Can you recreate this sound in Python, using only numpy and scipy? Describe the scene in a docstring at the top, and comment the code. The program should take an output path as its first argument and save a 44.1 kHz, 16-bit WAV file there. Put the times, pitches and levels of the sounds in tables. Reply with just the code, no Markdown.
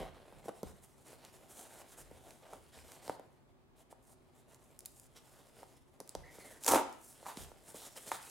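"""Hands turn a taped cardboard parcel on a cloth-covered table in a small, quiet room. From the start,
fingers knock the hollow box, it rocks on the table, and sliding skin draws friction noise from tape and
paper. A nail scrapes the cardboard and picks at the tape, which buckles with a tick. After six seconds
a fingertip squeaks, then one strip rips off in a quick run of slips that set the box drumming.
Firmer rubbing, two more scrapes and a few knocks follow."""
import sys
import numpy as np
from scipy import signal
from scipy.fft import rfft, irfft, next_fast_len
from scipy.io import wavfile
from scipy.ndimage import uniform_filter1d, map_coordinates

SR = 44100
rng = np.random.default_rng(int(sys.argv[2]) if len(sys.argv) > 2 else 0)


def wav_record(signal):
    """Record a signal, one row per channel, as 16-bit PCM in the file named by sys.argv[1]."""
    frames = np.transpose(np.atleast_2d(signal))
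    bounded = np.clip(frames, -1, 1)
    # unit amplitude maps onto the largest positive 16-bit level
    quanta = np.round(bounded * 32767).astype(np.int16)
    wavfile.write(sys.argv[1], SR, quanta)


N = 366162

# Spectra of the noises. Each row: frequency in Hz, relative spectral density in dB.
AIR_SPECTRUM = [(15, -35), (25, 4), (70, -6.5), (141, 1.5), (180, -11), (256, -3.5), (301, -12.5),
                (373, -3), (451, -16), (1190, -17.5), (1330, -22.5), (6050, -36.5), (7510, -37),
                (16000, -43)]
TAPE_HISS = [(1500, -70), (4000, -18.5), (5800, -6), (7000, 0.5), (9300, 1.5), (12000, -2.5), (15500, -12)]
PAPER_RASP = [(500, -27), (1400, 3.5), (2200, -4.5), (3000, 1.5), (3900, 0.5), (5500, -1), (8000, -13),
              (14000, -15)]
BOX_RUSTLE = [(60, -20), (160, -5.5), (300, -4.5), (650, 1.5), (950, -5), (1400, -11.5), (2200, -15),
              (4000, -18), (9000, -42)]
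BOX_DRUM = [(50, -49), (150, -11.5), (290, -2), (520, 2), (820, 2.5), (1300, 1.5), (2000, -15.5),
            (3500, -13.5), (8000, -50)]
WRAP_CRACKLE = [(300, -50), (1500, -4), (3000, -7), (4500, -4.5), (7000, 1.5), (10000, 2), (13000, -3.5),
                (16000, -12)]
TABLE_RUMBLE = [(25, -22), (42, 4), (62, -17.5), (79, 5.5), (100, -22), (135, -3.5), (230, -24.0),
                (450, -25), (1500, -84)]
# Likeness of diffuse sound in the two channels. Each row: frequency in Hz, left-right correlation.
COHERENCE = [(30, 0.05), (70, 0.48), (125, -0.28), (250, 0.31), (600, 0.44), (3000, -0.52), (12000, 0.16)]
# Decay of the room. Each row: frequency in Hz, time to fall 60 dB in seconds.
REVERB_TIMES = [(100, 0.87), (400, 0.4), (900, 0.51), (3000, 0.63), (8000, 0.34), (15000, 0.19)]
# Panel modes, and those the rip stresses. Each row: frequency in Hz, bandwidth in Hz, gain in dB.
BOX_MODES = [(301, 42, 6.5), (406, 170, 0), (530, 130, -4), (772, 116, -5), (915, 95, 4), (1125, 52, -16),
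             (1360, 46, -7), (2150, 430, 10)]
RIP_MODES = [(275, 160, -14.5), (850, 290, -5.5)]
# The parcel rocking. Each row: start in seconds, length in seconds, relative level in dB.
ROCKINGS = [(0.0, 0.037, -55), (0.33, 0.054, -66), (0.644, 0.048, -58), (1.988, 0.19, -66),
            (2.52, 0.12, -71.5), (2.767, 0.065, -64.5), (6.165, 0.026, -58), (6.695, 0.051, -57),
            (7.392, .05, -58)]
# The holding hand creeping. Each row: time in seconds, hiss level in dB, relative rustle level in dB.
HAND_CREEP = [(0.0, -62.5, -47.5), (0.13, -77.5, -59), (0.45, -73.5, -63), (0.9, -75, -70.5),
              (1.85, -69.5, -60), (2.65, -72, -69), (3.05, -74.5, -62.5), (3.35, -86.5, -74.5),
              (3.68, -98, -78.5), (4.1, -85, -73), (5.5, -77, -71.5), (5.93, -82, -74), (6.2, -73.5, -61.5),
              (7.0, -70.5, -71.5), (7.4, -63.5, -59), (7.56, -73.5, -68.5), (8.3, -57.5, -68)]
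# Finger strokes. Each row: start in seconds, length in seconds, hiss level in dB, bite in dB.
# Bite raises the rasp against the hiss and is low on smooth tape.
FINGER_STROKES = [(0.0, 0.024, -74, 11), (0.45, 0.05, -65, -0.5), (0.55, 0.073, -69.5, -7),
                  (0.632, 0.091, -65.5, -2.5), (0.822, 0.042, -66, -10), (1.043, .11, -67.5, -1.5),
                  (1.188, 0.11, -72.5, 3.5), (1.33, 0.052, -69.5, -7), (1.493, 0.088, -62, -11),
                  (1.545, 0.098, -55.5, -14), (1.64, 0.18, -64.5, -3.5), (1.875, 0.083, -66, -6),
                  (1.974, 0.056, -59, -11), (2.236, .11, -72, -2), (2.501, 0.086, -70, 0),
                  (2.732, .1, -67, 0.5), (2.84, 0.17, -67.5, -4), (3.02, .14, -64.5, -2.5),
                  (3.765, .066, -73.5, -3.5), (3.908, 0.019, -66.5, -5), (4.025, 0.044, -74.5, -16),
                  (4.069, 0.07, -67, -12), (4.354, 0.057, -73.5, -10), (4.48, 0.085, -73, -6),
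                  (4.587, 0.19, -75.5, -10), (4.89, .18, -68, -33), (5.162, 0.027, -63.5, 1.5),
                  (5.2, 0.3, -70.5, -5), (5.544, .12, -70.5, 0), (5.66, 0.12, -75.5, -5),
                  (6.31, 0.27, -63, -4), (7.011, 0.14, -59.5, -29), (7.258, 0.09, -56, -6),
                  (7.357, 0.091, -55.5, -5), (7.653, 0.12, -60.5, -6), (7.75, .14, -56, -4.5),
                  (7.958, 0.031, -53.5, -4), (8.0, 0.054, -59.5, -10), (8.065, 0.036, -54, -3),
                  (8.116, 0.055, -52, 0.5), (8.25, 0.048, -60.5, -5)]
# Nail scrapes. Each row: start in seconds, length in seconds, initial level in dB, panel pitch in Hz.
NAIL_SCRAPES = [(2.423, 0.14, -59.5, 650), (7.252, 0.078, -47.5, 940), (8.114, 0.093, -54, 1280)]
# Tape and paper under a nail. Each row: start in seconds, relative level in dB, band centre in Hz.
NAIL_TICKS = [(0.631, -36.5, 8200), (1.25, -38.5, 6050), (2.307, -41, 4530), (2.789, -43, 4000),
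              (2.919, -38.5, 5170), (3.079, -36.5, 5000), (4.546, -46, 8000), (4.791, -33.5, 8900),
              (4.806, -41, 8000), (4.852, -45, 8500), (4.858, -28.5, 10000), (4.86, -31, 9300),
              (4.998, -39.5, 9600), (6.003, -32.5, 6900), (6.076, -43, 8100), (6.093, -30.5, 8400),
              (6.151, -30.5, 6100), (6.637, -28.5, 7640), (6.646, -26, 7400), (6.664, -16.5, 6500),
              (6.666, -22, 8500), (6.68, -16.5, 5000), (6.927, -43, 7700), (7.372, -33, 3930)]
# Fingers and table striking the box. Each row: start in seconds, level in dB, nominal pitch in Hz.
BOX_KNOCKS = [(0.004, -38, 440), (0.017, -37.5, 464), (0.029, -37, 520), (0.325, -44.5, 610),
              (0.457, -40.5, 510), (0.4824, -32, 690), (0.485, -31.5, 650), (0.491, -30.5, 610),
              (0.6317, -30.5, 463), (1.986, -47, 800), (2.113, -45, 550), (2.529, -42, 700),
              (2.534, -35, 800), (3.079, -37, 680), (3.0961, -23, 745), (3.196, -38.5, 684),
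              (3.927, -43, 760), (5.631, -39, 840), (6.002, -40, 730), (6.009, -41, 540),
              (6.152, -29.5, 690), (6.385, -43, 530), (6.665, -30.5, 830), (6.736, -13.5, 754),
              (6.749, -20, 760), (6.758, -17.5, 730), (7.229, -43.5, 730), (7.265, -33.5, 1060),
              (7.373, -42.5, 382), (7.517, -44, 760), (7.745, -38.5, 565), (7.963, -45, 990),
              (8.117, -20.5, 1120)]
# The pull on the strip. Each row: time in seconds, effort in dB.
TAPE_PULL = [(6.625, -60), (6.674, -44), (6.679, -28), (6.695, -30), (6.706, -37.5), (6.718, -27),
             (6.733, -33.5), (6.752, -29), (6.812, -46.5)]


def amp(db):
    """Amplitude grows tenfold every 20 dB."""
    return 10 ** (np.asarray(db) / 20)


def unit(x):
    """Normalisation to rms 1."""
    return x / np.sqrt(np.mean(x ** 2) + 1e-20)


def along(points, hz):
    """Interpolation of (Hz, value) points on a logarithmic frequency axis."""
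    f, v = np.transpose(points)
    return np.interp(np.log(hz + 1), np.log(f + 1), v)


def gains(rows):
    """Interpolation in time: one envelope per dB column, fading out beyond the table's ends."""
    s, *cols = np.transpose(rows)
    t = np.arange(N) / SR
    inside = np.clip(1 + np.minimum(t - s[0], s[-1] - t) / 0.028, 0, 1)
    return [inside * amp(np.interp(t, s, c)) for c in cols]


def gesture(start, length, attack_s, release_s):
    """Envelope of one movement: linear rise, hold and exponential decay."""
    t = np.arange(N) / SR - start
    return np.clip(t / attack_s, 0, 1) * np.exp(-np.maximum(t - length, 0) / release_s)


def wobble(rate):
    """Smooth random modulation: a spline through rate knots a second."""
    return map_coordinates(rng.standard_normal(int(N * rate / SR) + 4), [np.arange(N) * rate / SR])


def add(track, s, sound):
    """Superposition of a sound on the track at s seconds."""
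    part = track[max(round(s * SR), 0):][:len(sound)]
    part += sound[:len(part)]


def filtered(x, response):
    """Linear filtering: the spectrum of x is multiplied by a frequency response."""
    m = next_fast_len(N + SR // 2)
    return irfft(rfft(x, m) * response(np.fft.rfftfreq(m, 1 / SR)), m)[..., :N]


def coloured(x, spectrum, size=8192):
    """A minimum-phase filter imposes the spectrum on x causally, at rms 1."""
    cepstrum = irfft(np.log(amp(along(spectrum, np.fft.rfftfreq(size, 1 / SR)))))
    pulse = irfft(np.exp(rfft(np.r_[cepstrum[0], 2 * cepstrum[1:size // 2]], size)))
    return unit(signal.fftconvolve(x, pulse)[:N])


def grains(rate, spread_db):
    """Shot noise: fibres catch and let go in random impulses, rate a second, at rms 1."""
    caught = rng.random(N) < rate / SR
    return unit(caught * rng.choice([-1, 1], N) * amp(spread_db * np.clip(rng.standard_normal(N), -2, 2)))


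def diffuse_noise(spectrum):
    """A diffuse field is only partly coherent between two points: stereo noise at rms 1."""
    def response(hz):
        angle = np.arccos(np.clip(along(COHERENCE, hz), -1, 1)) / 2
        return amp(along(spectrum, hz)) * [np.cos(angle), np.sin(angle)]
    mid, side = filtered(rng.standard_normal((2, N)), response)
    return unit(np.array([mid + side, mid - side]))


def reverberation(x, width=0.73):
    """Wall reflections merge into a diffuse tail; each frequency decays at its own exponential rate."""
    hz, t, noise = signal.stft(rng.standard_normal((2, SR // 2)), SR, nperseg=256)
    decay = amp(-60 * t / along(REVERB_TIMES, hz)[:, None])
    mid, side = signal.istft(noise * decay, SR, nperseg=256)[1]
    tail = np.array([mid + width * side, mid - width * side])
    delayed = np.pad(x, (SR // 250, 0))
    return signal.fftconvolve(delayed[None], tail / np.linalg.norm(tail[0]), axes=1)[:, :N]


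def table_rumble(gain_db=4.0):
    """Forced vibration: the rocking parcel drives the low modes of the table top."""
    rocking = sum(amp(db) * gesture(s, length, attack_s=0.0081, release_s=0.079)
                  for s, length, db in ROCKINGS)
    return amp(gain_db) * rocking * diffuse_noise(TABLE_RUMBLE)


def panel_mode(x, hz, width_hz):
    """Resonance: one panel passes a band around its natural frequency, at rms 1."""
    return unit(signal.lfilter(*signal.iirpeak(hz, hz / width_hz, fs=SR), x))


def box(x, ring):
    """Modal superposition: the direct push on the cardboard plus its panel modes, weighted by ring."""
    def modes(f):
        return sum(amp(db) * 1j * f * width / (hz * hz - f * f + 1j * f * width)
                   for hz, width, db in BOX_MODES)
    return filtered(x, lambda f: (1 + ring * modes(f)) / (1 + ring / 2))


def patchy(x, depth_db, bins):
    """Random spectral modulation: the colour drifts as fingers cross tape, seams and bare paper."""
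    spectra = signal.stft(x, nperseg=512)[2]
    field = rng.standard_normal(spectra.shape)
    for _ in range(2):
        field = uniform_filter1d(uniform_filter1d(field, size=bins, axis=0), size=12, axis=1)
    return signal.istft(spectra * amp(depth_db * unit(field)), nperseg=512)[1][:N]


def rubbing(rustle_db=-66.5, rustle_coupling=0.6, edge_s=0.024, crinkle_db=-10):
    """Sliding friction: under the skin tape hisses, paper rasps and coarser catches stir the box."""
    creep_hiss, creep_rustle = gains(HAND_CREEP)
    # incoherent sources add in power; the layers are hiss, rasp and rustle
    power = np.array([creep_hiss, amp(-4) * creep_hiss, amp(-1) * creep_rustle]) ** 2
    mean_rasp_db = np.mean([db + bite_db for _, _, db, bite_db in FINGER_STROKES])
    for start, length, db, bite_db in FINGER_STROKES:
        t = np.arange(round((length + edge_s) * SR)) / SR
        contact = np.sin(np.pi / 2 * np.clip(np.minimum(t, t[-1] - t) / edge_s, 0, 1)) ** 2
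        pressure = .5 + np.sin(np.pi * t / t[-1]) ** 2  # greatest in mid stroke
        stir_db = rustle_db + rustle_coupling * (db + bite_db - mean_rasp_db)
        for layer, layer_db in zip(power, [db, db + bite_db - 0.5, stir_db]):
            add(layer, start - edge_s / 2, amp(layer_db) ** 2 * contact * pressure)
    hiss = patchy(coloured(grains(rate=4000, spread_db=1.5), TAPE_HISS), depth_db=1.1, bins=10)
    rasp = patchy(coloured(grains(rate=1100, spread_db=2.0), PAPER_RASP), depth_db=3.0, bins=7)
    creases = coloured(grains(rate=55, spread_db=2.5), WRAP_CRACKLE)
    hiss = unit(hiss) + amp(crinkle_db) * creases
    catches = coloured(grains(rate=900, spread_db=2.0), BOX_RUSTLE)
    rustle = patchy(box(catches, ring=0.09), depth_db=1.5, bins=3)
    grip = wobble(45)  # the fingers stick and slide unevenly
    layers = [unit(hiss * amp(2 * grip)), unit(rasp * amp(1.4 * grip)), unit(rustle * amp(2 * grip))]
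    return np.sum(np.sqrt(power) * layers, axis=0)


def squeak(start=6.23, length=0.34, level_db=-67.0, slow_hz=1720, fast_hz=2180, waver_hz=70):
    """Stick-slip: a fingertip on tape gives a thin, broken tone whose pitch follows its speed."""
    progress = np.clip((np.arange(N) / SR - start) / length, 0, 1)
    speed = np.sin(np.pi * progress ** 0.72)
    pitch_hz = slow_hz + (fast_hz - slow_hz) * speed + waver_hz * wobble(70)
    phase = 2 * np.pi * np.cumsum(pitch_hz) / SR
    narrow_band = wobble(420) * np.cos(phase) + wobble(420) * np.sin(phase)
    tone = unit(narrow_band * amp(4 * wobble(37)))
    return amp(level_db) * gesture(start, length, attack_s=0.0082, release_s=0.015) * tone


def scrapes(fade_db=-6):
    """Driven resonance: a juddering nail keeps one panel ringing, more weakly as it goes."""
    out, t = np.zeros(N), np.arange(N) / SR
    catches = grains(rate=700, spread_db=0.5)
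    for s, length, db, hz in NAIL_SCRAPES:
        level = amp(db + fade_db * np.clip((t - s) / length, 0, 1))
        contact = gesture(s, length, attack_s=0.005, release_s=0.025)
        out += level * contact * panel_mode(catches, hz, width_hz=280)
    return out


def ticks(rise_s=0.0002, snap_t60=0.003, flutter_db=-24, flutter_t60=0.022, half_width_hz=2300):
    """Buckling: stiff film gives way under a nail with a snap and flutters for a moment."""
    out, t = np.zeros(N), np.arange(SR // 40) / SR
    decay = amp(-60 * t / snap_t60) + amp(flutter_db - 60 * t / flutter_t60)
    envelope = decay * (1 - np.exp(-t / rise_s))
    for s, db, hz in NAIL_TICKS:
        band = signal.butter(1, [hz - half_width_hz, hz + half_width_hz], "band", fs=SR)
        snap = signal.lfilter(*band, envelope * rng.standard_normal(len(t)))
        add(out, s, amp(db) * 2.6 * snap / np.linalg.norm(snap))
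    return out


def swing(hz, cycles):
    """Damped oscillation of a panel, as pressure with peak 1; cycles sets the envelope's time scale."""
    t = np.arange(SR // 20) / SR
    age = t * hz / cycles
    pressure = np.gradient(age ** 2 * np.exp(-1.5 * age) * np.sin(2 * np.pi * hz * t))
    return pressure / np.abs(pressure).max()


def knocks(thump_hz=195, thump_db_per_octave=-24, scuff_t60=0.015, crunch_t60=0.048):
    """Impact excitation: a struck panel swings briefly while the contact scuffs and crunches its paper."""
    swings, scuffs, crunches = np.zeros((3, N))
    t = np.arange(SR // 20) / SR
    median_hz = np.median([hz for _, _, hz in BOX_KNOCKS])
    for s, db, hz in BOX_KNOCKS:
        add(swings, s, amp(db - 0.66) * swing(0.77 * hz, cycles=0.4))  # damping lowers the pitch
        thump_db = db - 19 + thump_db_per_octave * np.log2(hz / median_hz)  # low panels thump more
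        add(swings, s, amp(thump_db) * swing(thump_hz, cycles=0.55))
        add(scuffs, s, amp(db - 21 - 60 * t / scuff_t60))
        add(crunches, s, amp(db - 20 - 60 * t / crunch_t60))
    crunch = crunches * coloured(grains(rate=3400, spread_db=1.5), BOX_DRUM)
    scuff = scuffs * coloured(rng.standard_normal(N), WRAP_CRACKLE)
    return box(swings, ring=0.83) + crunch + scuff


def rip(crackle_db=-2.5, drum_db=1.3, dulling_db_per_s=65, swelling_db_per_s=75,
        snag_hz=260, snag_decay_s=0.0025, snag_share=0.55):
    """Stick-slip peeling: bright as the glue parts, duller as the pull shakes the whole box."""
    effort, = gains(TAPE_PULL)
    start, end = TAPE_PULL[0][0], TAPE_PULL[-1][0]
    from_middle_s = np.clip(np.arange(N) / SR, start, end) - (start + end) / 2
    tearing = effort * amp(crackle_db - dulling_db_per_s * from_middle_s)
    drumming = effort * amp(drum_db + swelling_db_per_s * from_middle_s)
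    # the peel front snags and jumps at an uneven rate
    snag_count = np.floor(np.cumsum(snag_hz * amp(5 * wobble(200))) / SR)
    snags = np.diff(snag_count, prepend=0) * amp(3.3 * wobble(500))
    jumps = unit(signal.lfilter([1], [1, -np.exp(-1 / (snag_decay_s * SR))], snags))
    jerks = 1 - snag_share + snag_share * jumps
    # the pull frees its energy evenly, in a few big jumps or many small ones
    jerks /= np.sqrt(np.abs(uniform_filter1d(jerks ** 2, size=SR // 90)) + 1e-6)
    crackle = coloured(jerks * grains(rate=7000, spread_db=3.0), WRAP_CRACKLE)
    tugs = coloured(jerks * grains(rate=3000, spread_db=0), BOX_DRUM)
    drum = unit(box(tugs, ring=0.62))
    panels = sum(amp(db) * panel_mode(drum, hz, width) for hz, width, db in RIP_MODES)
    return tearing * crackle + drumming * unit(drum + panels)


def scene(reverb_db=-10.5, air_db=-65.5):
    """Superposition: the parcel almost straight ahead, its reverberation, the table and the room air."""
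    parcel = rubbing() + knocks() + ticks() + scrapes() + squeak() + rip()
    direct = parcel * amp([[-.4], [.4]])
    reflected = amp(reverb_db) * reverberation(parcel)
    return direct + reflected + table_rumble() + amp(air_db) * diffuse_noise(AIR_SPECTRUM)


def record(dry, low_cut_hz=40, top_hz=16000):
    """Band limiting: a third-order high-pass sheds the deepest bass, and nothing passes above top_hz."""
    return filtered(dry, lambda hz: (hz < top_hz) * hz ** 3 / np.sqrt(hz ** 6 + low_cut_hz ** 6))


dry = scene()
out = record(dry)
wav_record(out)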